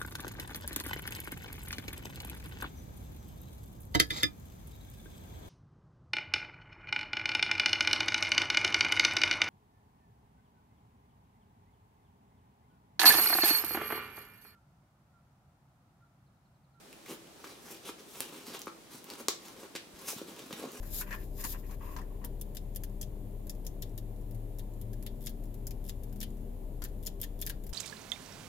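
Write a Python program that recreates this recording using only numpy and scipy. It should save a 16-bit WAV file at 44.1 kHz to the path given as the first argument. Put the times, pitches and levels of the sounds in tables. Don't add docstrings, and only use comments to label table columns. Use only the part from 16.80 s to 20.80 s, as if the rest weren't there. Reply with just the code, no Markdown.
import sys
import numpy as np
from scipy import signal
from scipy.fft import rfft, irfft, next_fast_len
from scipy.io import wavfile
from scipy.ndimage import uniform_filter1d, map_coordinates

SR = 44100
rng = np.random.default_rng(int(sys.argv[2]) if len(sys.argv) > 2 else 0)


def put_to_file(sound):
    columns = np.atleast_2d(sound).T
    safe = np.clip(columns, -1, 1)
    whole_steps = np.round(safe * 32767)
    wavfile.write(sys.argv[1], SR, whole_steps.astype(np.int16))


N = 176400

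# (pitch [Hz], level [dB], t60 [s])
PADDING = [(193, -12.5, 0.041), (343, -2, 0.034), (532, -4.5, 0.024)]


def cloth(stroke_shape=1.65, judder_db=2.1, layer_drift_db=1):
    # (peak time [s], rise [s], fall [s], rumble [dB], rasp [dB], hiss [dB])
    strokes = [(0.319, 0.03, 0.017, -49.5, -50, -50.5), (.685, 0.052, 0.062, -59.5, -56, -61.5),
               (0.909, 0.042, 0.041, -57, -56, -51.5), (1.094, 0.03, 0.0072, -47.5, -49.5, -50),
               (1.195, 0.0084, 0.015, -54.5, -57, -61), (1.39, 0.055, 0.05, -55, -55, -50),
               (1.41, .004, .025, -53, -48.5, -46), (1.54, 0.049, 0.12, -53.5, -56.5, -58),
               (1.68, 0.011, 0.018, -49, -48.5, -51), (1.748, 0.023, 0.016, -47, -44.5, -54),
               (1.81, .02, 0.023, -61, -56.5, -57), (2.148, 0.022, 0.026, -55, -54.5, -51.5),
               (2.32, 0.034, 0.035, -51.5, -55, -59), (2.402, 0.014, 0.016, -49, -52.5, -51),
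               (2.675, 0.04, 0.031, -53, -56, -55.5), (2.83, 0.053, 0.025, -51.5, -58.5, -60),
               (3.23, 0.047, .04, -55, -55.5, -56.5), (3.301, 0.017, 0.02, -55, -45.5, -34.5),
               (3.38, 0.02, 0.031, -51, -54.5, -52.5), (3.494, 0.023, 0.026, -51.5, -54, -53.5),
               (3.59, 0.065, 0.11, -56, -57, -60.5), (3.77, 0.035, 0.058, -47, -52.5, -54.5),
               (3.857, 0.025, 0.029, -52, -55.5, -64), (3.95, 0.026, 0.071, -53, -57.5, -55)]
    # (frequency [Hz], level [dB])
    rumble = [(30, -40), (100, -16.5), (160, -6), (260, -2.5), (380, 1.5), (520, -3), (680, -15.5),
              (1100, -9), (1700, -21.5), (4000, -31)]
    rasp = [(300, -34), (800, 3.5), (1200, 2.5), (1800, -2.5), (3500, 1), (6000, -4), (9000, -11),
            (16000, -17)]
    hiss = [(1500, -13.5), (4400, -7), (5500, 1.5), (8000, 1.5), (12500, 1), (15500, -2)]
    t, powers = np.arange(N) / SR, np.zeros((3, N))
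    for s, rise, fall, *levels in strokes:
        from_peak = np.abs(t - s) / np.where(t < s, rise, fall)
        swell = np.exp(-from_peak ** stroke_shape)
        powers += amp(levels)[:, None] ** 2 * swell
    grip = amp(judder_db * wobble(rate=110))
    return grip * sum(np.sqrt(power) * amp(layer_drift_db * wobble(rate=45)) * friction(colour)
                      for power, colour in zip(powers, (rumble, rasp, hiss)))


def friction(spectrum, slips_per_s=2800, spread_db=3.7, slip_share=0.58):
    sizes = amp(spread_db * np.minimum(rng.exponential(size=N), 4))
    slips = (rng.random(N) < slips_per_s / SR) * sizes * rng.choice([-1, 1], N)
    rub = np.sqrt(slip_share) * unit(slips) + np.sqrt(1 - slip_share) * rng.standard_normal(N)
    return coloured(shifting_folds(rub), spectrum)


def shifting_folds(x, depth_db=2.5):
    bands = signal.stft(x, nperseg=256)[2]
    patches = uniform_filter1d(rng.standard_normal(bands.shape), size=5, axis=0)
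    patches = uniform_filter1d(patches, size=22, axis=1)
    return signal.istft(bands * amp(depth_db * unit(patches)), nperseg=256)[1][:N]


def creases(ring_cycles=16, crack_db=-3.5):
    # (time [s], level [dB], pitch [Hz])
    pops = [(0.129, -39.5, 2700), (.262, -41, 2140), (.472, -47, 2970), (1.668, -37, 5000),
            (1.7927, -28.5, 11400), (1.8178, -29, 6060), (1.86, -37, 13000), (2.243, -33.5, 14000),
            (2.3018, -30.5, 4540), (2.337, -35.5, 4000), (2.6837, -39, 6000), (3.565, -42, 2970),
            (3.593, -36.5, 3020), (3.728, -31.5, 3450), (3.919, -35, 13100)]
    out = np.zeros(N)
    for s, db, hz in pops:
        pop = butter_filter(crack(t60=0.0066), 1, hz / 2, "high")
        ping = ring([(hz, 0, ring_cycles / hz)])
        add(out, s, amp(db) * (ping + amp(crack_db) * pop))
    return out


def buckle(catch_s=1.4054, catch_db=-19, snap_s=2.4839, snap_db=-18):
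    # (pitch [Hz], level [dB], t60 [s])
    modes = [(402, -4, 0.019), (1130, -5, .015)]
    # (frequency [Hz], level [dB])
    catch_colour = [(400, 5), (800, -3.5), (8000, -2.5), (8800, 6.5), (16000, -4)]
    snap_colour = [(700, -22), (2100, -2), (2650, -8), (3500, 1.5), (7600, 4), (9200, -5), (16000, -6)]
    body, catch, snap, snap_tail = np.zeros((4, N))
    add(catch, catch_s, amp(catch_db) * crack(t60=0.0059))
    add(body, snap_s, amp(snap_db) * ring(modes))
    add(snap, snap_s, amp(snap_db + 3) * crack(t60=0.016))
    add(snap_tail, snap_s, amp(snap_db - 20) * crack(t60=0.1))
    clicks = equalised(catch, catch_colour) + equalised(snap, snap_colour)
    snap_tail = butter_filter(snap_tail, 2, (3270, 7000), "band")
    return butter_filter(body + clicks + snap_tail, 2, 202, "high")


def knocks(scuff_hz=(1200, 5800), scuff_rise_s=0.0012, sink_s=0.0011):
    # (time [s], thud [dB], clack [dB], scuff [dB])
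    hits = [(.642, -41.5, -34.5, -39), (1.091, -41, -32.5, -41), (1.87, -31, -29, -42),
            (1.879, -55, -31.5, -42), (2.951, -32.5, -44, -29), (2.959, -57, -46, -27),
            (3.707, -32, -37.5, -39), (3.727, -40, -35.5, -32.5)]
    # (pitch [Hz], level [dB], t60 [s])
    shell = [(850, -10, 0.015), (1210, -1, 0.014), (1630, -9.5, 0.0094), (2290, -10.5, 0.0075)]
    out, scuffs = np.zeros((2, N))
    for s, thud_db, clack_db, scuff_db in hits:
        add(out, s, amp(clack_db) * ring(shell))
        add(out, s + sink_s, amp(thud_db) * ring(PADDING))
        scuff = crack(t60=0.051)
        attack = 1 - np.exp(-np.arange(len(scuff)) / SR / scuff_rise_s)
        add(scuffs, s, amp(scuff_db) * scuff * attack)
    return out + butter_filter(scuffs, 1, scuff_hz, "band")


def bumps():
    # (time [s], level [dB], pitch [ratio to the padding's modes])
    thuds = [(.318, -37, 1.03), (2.146, -40, 0.72), (3.135, -35, 0.14), (3.331, -35, 1.3),
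             (3.362, -32, 0.56), (3.415, -29, 1), (3.729, -36, 0.45), (3.816, -36, 1.12),
             (3.839, -29.5, 1.33), (3.872, -37, 0.73)]
    out = np.zeros(N)
    for s, db, ratio in thuds:
        add(out, s, amp(db) * ring(PADDING, ratio))
    return out


def room(x, tail_db=-3.5, early_db=-12.5, early_span_s=0.0079, predelay_s=0.003, wide_hz=500):
    # (frequency [Hz], t60 [s])
    decay = [(320, 0.45), (600, 0.28), (3500, 0.3), (12000, 0.2)]
    # (frequency [Hz], level [dB])
    colour = [(100, -11), (300, -5.5), (750, -3.5), (2000, 2), (5500, 0.5), (7500, -2), (14000, -2)]
    hz, t, bands = signal.stft(rng.standard_normal((2, SR // 2)), SR, nperseg=256)
    fade = 10 ** (-3 * t / along(decay, hz)[:, None])
    tail = signal.istft(bands * fade, SR, nperseg=256)[1]
    early = rng.standard_normal(tail.shape) * (np.arange(tail.shape[1]) < early_span_s * SR)
    impulse = amp(tail_db) * tail / np.linalg.norm(tail) + amp(early_db) * early / np.linalg.norm(early)
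    delayed = np.pad(x, (round(predelay_s * SR), 0))
    wet = signal.fftconvolve(delayed[None], impulse, axes=1)[:, :N]
    mid, side = equalised(wet, colour)
    side = filtered(side, lambda f: f ** 2 / np.hypot(f ** 2, wide_hz ** 2))
    return np.array([mid + side, mid - side])


def room_mode(x, hz=334, t60=0.6, gain_db=-61.5):
    t = np.arange(SR) / SR
    hum = amp(gain_db) * 10 ** (-3 * t / t60) * np.sin(2 * np.pi * hz * t)
    return signal.fftconvolve(x, hum)[:N]


def room_tone(level_db=-54.8):
    # (frequency [Hz], level [dB])
    colour = [(20, -27), (55, -10.5), (90, -12.5), (170, -4.5), (310, -3), (520, -7), (680, -8.5),
              (1150, -13.5), (1800, -16.5), (4000, -17.5), (9000, -21.5), (16000, -28)]
    # (frequency [Hz], left-right correlation [0 to 1])
    correlation = [(50, .15), (130, 0.57), (300, 0.84), (700, 0.1), (12000, 0.13)]
    mid, side = coloured(rng.standard_normal((2, N)), colour)
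    mid = filtered(mid, lambda hz: np.sqrt((1 + along(correlation, hz)) / 2))
    side = filtered(side, lambda hz: np.sqrt((1 - along(correlation, hz)) / 2))
    return amp(level_db) * np.array([mid + side, mid - side])


def ring(modes, ratio=1):
    t = np.arange(SR // 5) / SR
    return sum((-1) ** k * amp(db) * dying(t60) * np.sin(2 * np.pi * hz * ratio * t)
               for k, (hz, db, t60) in enumerate(modes))


def crack(t60, passes=3):
    fade = dying(t60)
    burst = fade * rng.standard_normal(len(fade))
    for _ in range(passes):
        flat_spectrum = np.exp(1j * np.angle(rfft(burst)))
        burst = fade ** 0.25 * irfft(flat_spectrum, len(fade))
    return burst * np.linalg.norm(fade) / np.linalg.norm(burst)


def dying(t60):
    return 10 ** (-3 * np.arange(SR // 5) / SR / t60)


def wobble(rate):
    return map_coordinates(rng.standard_normal(4096), [np.arange(N) * rate / SR], mode="wrap")


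def add(track, s, sound):
    part = track[round(s * SR):][:len(sound)]
    part += sound[:len(part)]


def amp(db):
    return 10 ** (np.asarray(db) / 20)


def unit(x):
    return x / np.sqrt(np.mean(x ** 2) + 1e-20)


def along(points, hz):
    knots_hz, values = np.transpose(points)
    return np.interp(np.log(hz + 1), np.log(knots_hz + 1), values)


def filtered(x, response):
    size = next_fast_len(N + SR // 2)
    return irfft(rfft(x, size) * response(np.fft.rfftfreq(size, 1 / SR)), size)[..., :N]


def butter_filter(x, order, hz, kind):
    return signal.lfilter(*signal.butter(order, hz, kind, fs=SR), x)


def equalised(x, curve):
    return filtered(x, lambda hz: amp(along(curve, hz)))


def coloured(x, curve):
    return unit(equalised(x, curve))


def scene(left_lead_s=1.3e-5, balance_db=0.2):
    vest = cloth() + creases() + buckle() + knocks() + bumps()
    sides = np.array([[1], [-1]])
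    direct = filtered(vest, lambda hz: np.exp(1j * np.pi * hz * left_lead_s * sides))
    return amp(balance_db * sides) * (direct + room(vest) + room_mode(vest)) + room_tone()


def record(dry):
    return filtered(dry, lambda hz: np.clip((15900 - hz) / 400 + 0.5, 0, 1))


dry = scene()
out = record(dry)
put_to_file(out)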